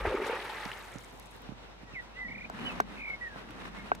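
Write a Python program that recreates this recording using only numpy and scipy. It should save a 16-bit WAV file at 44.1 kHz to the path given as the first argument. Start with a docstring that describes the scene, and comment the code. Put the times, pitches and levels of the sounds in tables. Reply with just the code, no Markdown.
"""On a quiet river bank, a beaver slaps the water with its tail and dives. Trapped air resonates as
bubbles: large pockets gulp, foam churns, and spray rains back, thinning to single droplets.
A small bird sings frequency-modulated tones, whistles and trills, scattered by the trees.
Close by, bumps and knocks excite the modes of a hand-held microphone, and a sleeve rustles by friction.
Soft open air and a distant hum lie underneath."""
import sys
import numpy as np
from scipy import signal
from scipy.io import wavfile

SR = 44100
rng = np.random.default_rng(int(sys.argv[2]) if len(sys.argv) > 2 else 0)


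def store_wav(level_fs):
    """Save 16-bit WAV to argv[1]."""
    pcm = np.round(np.clip(np.atleast_2d(level_fs), -1, 1) * 32767)
    wavfile.write(sys.argv[1], SR, pcm.T.astype(np.int16))


N = 176400
T = np.arange(N) / SR


# gurgle of the cavity left by the tail: (time [s], level [dB])
GURGLE = [(0.0, -32), (0.03, -49), (0.054, -32), (0.342, -40.5), (0.366, -43.5), (1.022, -61), (1.1, -80)]
# the tail's sharp slap on the water (first row), then single large bubbles: (time [s], frequency [Hz], level
# [dB], ring length [cycles])
GULPS = [(0.0533, 676, -12, 4.4), (.071, 403.6, -25, 22), (0.09, 2300, -23.5, 4), (.122, 505, -25, 21),
         (.141, 399, -24, 19), (.149, 383, -18, 10.3), (0.173, 1210, -21.5, 10.4), (0.199, 395, -26, 14),
         (0.218, 390, -24.5, 17), (0.264, 427, -28, 13), (0.296, 440, -21.5, 13), (0.33, 481, -26.5, 24),
         (.372, 920, -32.5, 29), (.497, 837, -34, 47), (.582, 1680, -30.5, 26), (0.655, 2190, -26, 4.3),
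         (.716, 1830, -24.5, 9.2), (.717, 2750, -28, 20), (1.04, 2100, -45.5, 35)]

def cavity():
    """Bubble resonance: trapped air is a spring and the water a mass, so large pockets ring low."""
    swarm = bubbles(per_s=1100, low_hz=326.5, high_hz=607, cycles=12.1, size_db=2.5, spread_db=3.5)
    out = level(GURGLE) * from_db(-3) * swarm
    for s, hz, db, cycles in GULPS:
        add(out, s, from_db(db) * bubble(hz, cycles))
    return out


# churning of the foam: (time [s], level [dB])
FOAM_ENVELOPE = [(0, -39), (.035, -42.5), (.055, -33.5), (.1, -37.5), (.21, -40), (.265, -36), (.33, -35.5),
                 (.41, -41.5), (.55, -40), (.67, -39), (.75, -45), (.9, -48.5), (1.0, -55.5), (1.25, -92),
                 (1.45, -85)]
# colour of the foam: (frequency [Hz], level [dB])
FOAM_SPECTRUM = [(350, -16), (600, -7), (645, -16), (860, 0.5), (1080, -15), (1230, -0.5), (1500, -4),
                 (2100, 2.5), (2950, -17), (3410, -17.5), (7000, -34.5), (9100, -61), (15400, -120)]
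# ringing hollows in the foam: (frequency [Hz], bandwidth [Hz], level [dB])
HOLLOWS = [(864, 112, -5.5), (1235, 210, -6), (1760, 200, -13.5)]
# left-right likeness of the water sounds: (frequency [Hz], correlation [-1 to 1])
WATER_CORRELATION = [(300, 0.98), (1400, 0.8), (3100, 0.17), (7000, 0.29), (15000, 1)]

def foam():
    """Incoherent superposition: many small bubbles merge into noise, while hollows ring in narrow bands."""
    ringing = from_db(-5.5) * bubbles(per_s=1800, low_hz=775, high_hz=4164, cycles=23,
                                      size_db=3, spread_db=5.5, spectrum=FOAM_SPECTRUM)
    for hz, width, db in HOLLOWS:
        ringing += from_db(db - 14 * T) * band(hz - width / 2, hz + width / 2, size=N)
    churn = from_db(-5) * noise(FOAM_SPECTRUM, WATER_CORRELATION, patchy_db=4, flicker_hz=28)
    return level(FOAM_ENVELOPE) * (ringing + churn)


# air buffeting the microphone as the tail comes down: (time [s], level [dB])
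BUFFET_ENVELOPE = [(0, -33), (.04, -43), (.1, -47), (.2, -55)]
# colour of the buffet: (frequency [Hz], level [dB])
BUFFET_SPECTRUM = [(20, -18), (45, 11), (75, -7), (130, -9), (300, -36)]

def tail_slap():
    """Volume displacement: the tail's push radiates one deep pressure pulse and drives a puff of air."""
    from_peak = T - .0785
    thump = from_db(-31) * np.exp(-(from_peak / .011) ** 2) * np.cos(2 * np.pi * 75 * from_peak)
    buffet = level(BUFFET_ENVELOPE) * noise(BUFFET_SPECTRUM, WATER_CORRELATION, patchy_db=0)
    return (thump + buffet) * pan(db=3)


# spray thrown up and falling back: (time [s], level [dB])
SPRAY_ENVELOPE = [(0, -57.5), (.035, -64), (.07, -57), (.2, -59.5), (.25, -54), (.27, -47), (.3, -59),
                  (.38, -58), (.46, -56), (.66, -56.5), (.76, -59), (.95, -68), (1.1, -71), (1.45, -77)]
# hiss of the spray: (frequency [Hz], level [dB])
SPRAY_SPECTRUM = [(2500, 6.5), (4000, 18), (6000, -15), (8000, 6), (11000, -5.5), (14000, -25),
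                  (16000, -13)]
# single sharp drops: (time [s], frequency [Hz], level [dB])
DROPS = [(.267, 6400, -30.5), (.654, 4800, -25.5), (.917, 12100, -45), (.941, 6700, -36), (.985, 5900, -30),
         (1.006, 6230, -41), (1.141, 12000, -45), (1.198, 10300, -29.5), (1.199, 5800, -39),
         (1.258, 8000, -38), (1.311, 10000, -38), (1.321, 8550, -43), (1.365, 12500, -39),
         (1.42, 11800, -37)]

def spray():
    """Air entrainment: falling drops ring as tiny bubbles, a hiss when dense and ticks when sparse."""
    shower = bubbles(per_s=2800, low_hz=3040, high_hz=14300, cycles=13, size_db=3, spread_db=4)
    hiss = noise(SPRAY_SPECTRUM, WATER_CORRELATION, patchy_db=6.5, flicker_hz=56)
    out = level(SPRAY_ENVELOPE) * (from_db(-4) * shower + from_db(2.5) * hiss)
    for s, hz, db in DROPS:
        add(out, s, from_db(db) * bubble(hz, cycles=5.1))
    # a fine patter rises from 0.3 to 0.8 s, then weakens and is gone at 1.46 s
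    patter = bubbles(per_s=700, low_hz=6000, high_hz=13000, cycles=9, size_db=4, spread_db=4)
    fade = np.interp(T, [.3, .8, 1.32, 1.46], [0, 1, 1, 0])
    out += fade * from_db(-64 - 12 * np.maximum(T - .8, 0)) * patter
    # all but the very top lies to the left
    lower = signal.sosfiltfilt(signal.butter(2, 9500, fs=SR, output="sos"), out + 1e-18)
    top = out - lower
    return lower * pan(db=8) + top


def note(length, first_hz, middle_hz, last_hz, db, swell_db, trill_hz=0, depth_first=0, depth_last=0):
    """Frequency modulation: a whistle wavers along an arc, and a trill sweeps it up and down."""
    t = T[:int(length * SR)]
    progress = t / length
    arc = np.polyfit([0, .5, 1], [first_hz, middle_hz, last_hz], 2)
    hz = np.polyval(arc, progress) + 18 * drift(90)[:len(t)]
    depth = np.maximum(depth_first + (depth_last - depth_first) * progress, 0)
    depth *= 1 + .15 * drift(20)[:len(t)]
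    turn = 2 * np.pi * trill_hz * t
    sweep = -depth * np.cos(turn + .18 * np.cos(turn))   # climbs slowly, falls fast
    pulse_db = 5 * sweep / max(depth_first, depth_last, 1)   # louder at the top of each sweep
    edges = np.sin(np.pi / 2 * np.clip(np.minimum(t, length - t) / .021, 0, 1)) ** 2
    envelope = edges * from_db(db + swell_db * (progress - .5) + pulse_db)
    return envelope * np.sin(2 * np.pi * np.cumsum(hz + sweep) / SR)


# plain notes: (time [s], length [s], first pitch [Hz], middle pitch [Hz], last pitch [Hz],
# level [dB], swell [dB])
WHISTLES = [(1.865, .055, 1920, 1900, 1780, -54, 0), (1.92, .045, 2780, 2640, 2200, -51, 10),
            (1.943, .073, 2420, 1985, 1960, -39, 4), (2.12, .07, 2480, 2750, 3050, -58, 0),
            (2.148, .1, 1880, 2025, 1920, -42, 16), (2.236, .046, 1900, 1940, 1860, -40.5, -3),
            (2.575, .08, 2920, 2900, 2920, -55, 5), (2.643, .055, 2860, 3010, 2720, -38.5, -2),
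            (2.68, .048, 2860, 2590, 2470, -41.5, 3), (3.202, .092, 1950, 1925, 1740, -39.5, -5),
            (3.28, .08, 1800, 1650, 1600, -53, 0), (3.75, .085, 2190, 2160, 2150, -54, 2)]
# swept notes: (the columns of WHISTLES, sweep rate [Hz], first depth [Hz], last depth [Hz])
TRILLS = [(2.271, .198, 2030, 2130, 2230, -46, -3, 30.5, 210, 320),
          (2.955, .205, 2380, 2260, 2150, -42, 13, 52, 330, -60)]

def bird():
    """Scattering: the direct song is followed by a faint, exponentially decaying echo from the trees."""
    song = np.zeros(N)
    for s, *shape in WHISTLES + TRILLS:
        add(song, s, note(*shape))
    song *= from_db(3 + 1.86 * drift(70))   # the level flutters
    trees = rng.standard_normal((2, SR)) * decay(db=0, t60=.11, samples=SR)
    echo = signal.fftconvolve(song[None], trees / np.linalg.norm(trees[0]), axes=1)[:, :N]
    return from_right(song, lag_s=.00013) * pan(db=-.8) + from_db(-9) * echo


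# hard knocks on the casing: (time [s], level [dB])
KNOCKS = [(2.499, -26.5), (2.8007, -11), (3.359, -32.5), (3.9169, -11.5)]
# modes they excite: (frequency [Hz], level [dB], 60 dB decay time [s])
KNOCK_MODES = [(282, -24.5, 0.062), (423, -19, 0.056), (689, 0, 0.013), (1110, 7, 0.0042), (1530, -7, 0.04),
               (2380, -40, 0.0098)]

def knocks():
    """Impact excitation: a hard contact rings the casing's modes and adds a dry crack."""
    out = np.zeros(N)
    for s, db in KNOCKS:
        blow = strike(KNOCK_MODES)
        crack = band(1220, 2610, size=len(blow)) * decay(db=-15.5, t60=.012, samples=len(blow))
        add(out, s, from_db(db) * (blow + crack))
    return from_right(low_pass(out, hz=3000), lag_s=.00031)


# soft bumps of the hand: (time [s], level [dB], left over right [dB])
BUMPS = [(.657, -32.5, -18), (.69, -50, -17), (0.955, -31, -15), (0.973, -43, -18), (1.136, -44, -10),
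         (1.489, -31, -14), (1.519, -34, -19), (1.83, -40, -8), (1.934, -41, -12), (2.298, -39, -11),
         (3.358, -38, -8), (3.497, -39.5, 3.5), (3.652, -41.5, 11)]
# modes they excite: (frequency [Hz], level [dB], 60 dB decay time [s])
BUMP_MODES = [(120.6, -8.5, 0.21), (193, 0.5, 0.063), (280, 1, 0.04), (610, 1.5, 0.0059)]

def bumps():
    """Damped vibration: a soft contact excites only low modes and a brief shudder."""
    out = np.zeros((2, N))
    for s, db, pan_db in BUMPS:
        blow = strike(BUMP_MODES)
        shudder = rms_one(low_pass(np.diff(rng.standard_normal(len(blow) + 1)), hz=220))
        blow += shudder * decay(db=-21.5, t60=.18, samples=len(blow))
        add(out, s, from_db(db - abs(pan_db) / 2) * pan(pan_db) * blow)
    return out


# small scrapes on the casing: (time [s], level [dB], 60 dB decay time [s])
SCRAPES = [(2.498, -44, .018), (2.8035, -28, 0.0088), (3.507, -47, .014), (3.95, -43, 0.024)]

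def scrapes():
    """Transient friction: each short slip gives a burst of noise that dies at once."""
    out = np.zeros(N)
    for s, db, t60 in SCRAPES:
        grit = signal.lfilter(*signal.butter(1, 2640, fs=SR), rng.standard_normal(SR // 20))
        add(out, s, rms_one(grit) * decay(db, t60, len(grit)))
    return out


# strokes of the sleeve: (centre time [s], half width [s], level [dB])
STROKES = [(2.6, 0.072, -44.5), (2.686, 0.064, -41), (2.77, 0.05, -45), (2.949, 0.072, -48),
           (3.1, 0.048, -51), (3.24, 0.096, -54), (3.388, 0.049, -46.5), (3.509, 0.079, -52),
           (3.605, 0.044, -46.5), (3.667, 0.032, -44), (3.776, 0.044, -46.5), (3.872, 0.054, -47.5)]
# colour of the rubbing cloth: (frequency [Hz], level [dB])
SLEEVE_SPECTRUM = [(300, 2), (600, 0.5), (1200, 2.5), (2000, 0), (3500, -9.5), (6000, -23), (10000, -24.5),
                   (16000, -41)]
# left-right likeness of sleeve and grip: (frequency [Hz], correlation [-1 to 1])
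HAND_CORRELATION = [(100, 0.18), (400, 0.4), (1000, 0.23), (10000, 0.12)]

def sleeve():
    """Sliding friction: cloth noise swells and stops with each stroke; overlapping strokes add in power."""
    steepness = 2.5   # 2 is a soft bell; higher starts and stops more abruptly
    power = sum(from_db(db) ** 2 * np.exp(-2 * np.abs((T - s) / width) ** steepness)
                for s, width, db in STROKES)
    cloth = noise(SLEEVE_SPECTRUM, HAND_CORRELATION, patchy_db=2.5, flicker_hz=95)
    return from_right(np.sqrt(power) * cloth, lag_s=.00014)


# rumble of the shifting grip: (time [s], level [dB])
GRIP_ENVELOPE = [(2.15, -67), (2.29, -49.5), (2.5, -52.5), (2.63, -42), (2.82, -45), (3.0, -53.5),
                 (3.2, -63.5), (3.45, -52.5), (3.65, -50), (3.8, -52.5), (4, -48.5)]
# colour of the rumble: (frequency [Hz], level [dB])
GRIP_SPECTRUM = [(40, -2), (90, -10), (150, -2.5), (210, 4), (300, -10), (500, -15), (1200, -39),
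                 (3000, -80)]

def grip():
    """Structure-borne sound: the shifting hand reaches the microphone as a low rumble."""
    return level(GRIP_ENVELOPE) * noise(GRIP_SPECTRUM, HAND_CORRELATION, patchy_db=2.2, flicker_hz=25)


# open air over the bank: (frequency [Hz], level [dB])
AIR_SPECTRUM = [(47, -40), (80, 5), (119, -7.5), (152, -7), (206, -4), (391, -10), (456, -2.5), (498, -9),
                (809, -5.5), (1370, -12), (1500, -10.5), (3780, -19), (15500, -49.5)]
# left-right likeness of the air: (frequency [Hz], correlation [-1 to 1])
AIR_CORRELATION = [(60, -0.32), (130, 0.64), (300, 0.16), (640, 0.24), (1400, 0.021), (5000, -0.55),
                   (15000, 0.42)]
# faint narrow bands of far hiss: (frequency [Hz], bandwidth [Hz], level [dB])
HISS_BANDS = [(3740, 130, -75.5), (6230, 120, -83.5)]

def bank():
    """Ambient noise floor: broadband air, narrowband hiss and a low, slightly unsteady distant hum."""
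    hum_phase = 2 * np.pi * 49.7 * T + .25 * drift(2)
    hum = np.sqrt(2) * np.sin(hum_phase) * from_db(-57.5 + 1.3 * drift(4))
    hiss = sum(from_db(db) * band(hz - width / 2, hz + width / 2, size=(2, N))
               for hz, width, db in HISS_BANDS)
    return hum + hiss + from_db(-51) * noise(AIR_SPECTRUM, AIR_CORRELATION, patchy_db=2)


def bubble(hz, cycles):
    """Damped oscillator: a sine that falls 40 dB over its ring length while its pitch climbs."""
    age = np.arange(int(cycles / hz * SR) + 2) * hz / SR   # in periods of the starting pitch
    phase = 2 * np.pi * age * (1 + .095 * age / cycles)
    return np.sin(phase) * from_db(-40 * age / cycles) * (1 - np.exp(-4 * age))


def bubbles(per_s, low_hz, high_hz, cycles, size_db, spread_db, spectrum=None, span_s=1.6):
    """Shot noise: bubbles of random time, pitch, strength and place; unit power over the span."""
    out = np.zeros((2, N))
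    for when, pitch, size, place in rng.random((int(per_s * span_s), 4)):
        hz = low_hz * (high_hz / low_hz) ** pitch
        db = size_db * min(-np.log(1 - size), 4)   # many weak, few strong
        if spectrum:
            db += at_hz(spectrum, hz) + 10 * np.log10(hz)   # offsets the shorter ring of high bubbles
        add(out, when * span_s, from_db(db) * pan(spread_db * (2 * place - 1)) * bubble(hz, cycles))
    return rms_one(out) * np.sqrt(span_s * SR / N)


def strike(modes):
    """Modal superposition: decaying sines of alternating sign, each with a slightly random strength."""
    t = T[:SR // 5]
    return sum((-1) ** k * decay(db + rng.normal(0, 1), t60, len(t)) * np.sin(2 * np.pi * hz * t)
               for k, (hz, db, t60) in enumerate(modes))


def noise(spectrum, correlation, patchy_db, flicker_hz=12):
    """Amplitude modulation: half-octave bands of stereo noise flicker, partly in step; unit power."""
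    out, shared_drift = 0, drift(flicker_hz)
    edges = np.geomspace(22, 16500, 20)
    white = rng.standard_normal((2, 2, N))
    for k, (low, high) in enumerate(zip(edges, edges[1:])):
        hz = np.sqrt(low * high)
        mid, side = signal.sosfilt(signal.butter(2, [low, high], "band", fs=SR, output="sos"), white[k % 2])
        alike = at_hz(correlation, hz)
        skirt = min(hz / spectrum[0][0], spectrum[-1][0] / hz, 1) ** 2   # roll-off beyond the spectrum
        flicker_db = patchy_db * (shared_drift + drift(flicker_hz)) / 2
        gain = skirt * from_db(at_hz(spectrum, hz) + flicker_db)
        out = out + gain * (np.sqrt(1 + alike) * mid + np.sqrt(1 - alike) * side * [[1], [-1]])
    return rms_one(out)


def band(low_hz, high_hz, size):
    """Band-limited noise of unit power."""
    band_pass = signal.butter(2, [low_hz, high_hz], "band", fs=SR, output="sos")
    return rms_one(signal.sosfilt(band_pass, rng.standard_normal(size)))


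def drift(hz):
    """Low-pass random process: slow wandering with a spread of 1."""
    step, settle = 40, 2000
    pole = np.exp(-2 * np.pi * hz * step / SR)
    white = rng.standard_normal(N // step + settle + 2)
    slow = signal.lfilter([1], [1, -2 * pole, pole * pole], white)[settle:]
    return np.interp(np.arange(N) / step, np.arange(len(slow)), rms_one(slow))


def from_db(db):
    """Decibels to amplitude ratio."""
    return 10 ** (np.asarray(db) / 20)


def rms_one(x):
    """Normalisation to unit power."""
    return x / np.sqrt(np.mean(x ** 2) + 1e-20)


def decay(db, t60, samples):
    """Exponential decay: 60 dB down every t60 seconds."""
    return from_db(db - 60 * T[:samples] / t60)


def level(rows):
    """Amplitude envelope along a dB curve, falling 200 dB/s outside it."""
    s, db = np.transpose(rows)
    outside = np.maximum(s[0] - T, 0) + np.maximum(T - s[-1], 0)
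    return from_db(np.interp(T, s, db) - 200 * outside)


def at_hz(points, hz):
    """Interpolation on a log-frequency axis."""
    frequencies, values = np.transpose(points)
    return np.interp(np.log(hz), np.log(frequencies), values)


def pan(db):
    """Level difference between channels: positive lies to the left."""
    return from_db(np.array([[db], [-db]]) / 2)


def from_right(x, lag_s):
    """Arrival-time difference: the left channel hears it later."""
    left, right = np.broadcast_to(x, (2, N))
    return np.array([np.interp(T - lag_s, T, left), right])


def add(out, s, sound):
    """Superposition of a short sound, starting at s seconds."""
    start = int(s * SR)
    n = min(sound.shape[-1], N - start)
    out[..., start:start + n] += sound[..., :n]


def low_pass(x, hz):
    """Second-order roll-off of the treble."""
    return signal.sosfilt(signal.butter(2, hz, fs=SR, output="sos"), x + 1e-18)


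def scene():
    """Linear superposition: the pressures of water, bird, handling and background add."""
    high_pass = signal.butter(2, 230, "high", fs=SR, output="sos")
    water = signal.sosfilt(high_pass, cavity() + foam()) + tail_slap() + spray()
    return water + bird() + knocks() + bumps() + scrapes() + sleeve() + grip() + bank()


def record(dry):
    """Band limiting: an elliptic low-pass cuts steeply above 15.7 kHz."""
    return signal.sosfilt(signal.ellip(10, .2, 80, 15700, fs=SR, output="sos"), dry)


dry = scene()
out = record(dry)
store_wav(out)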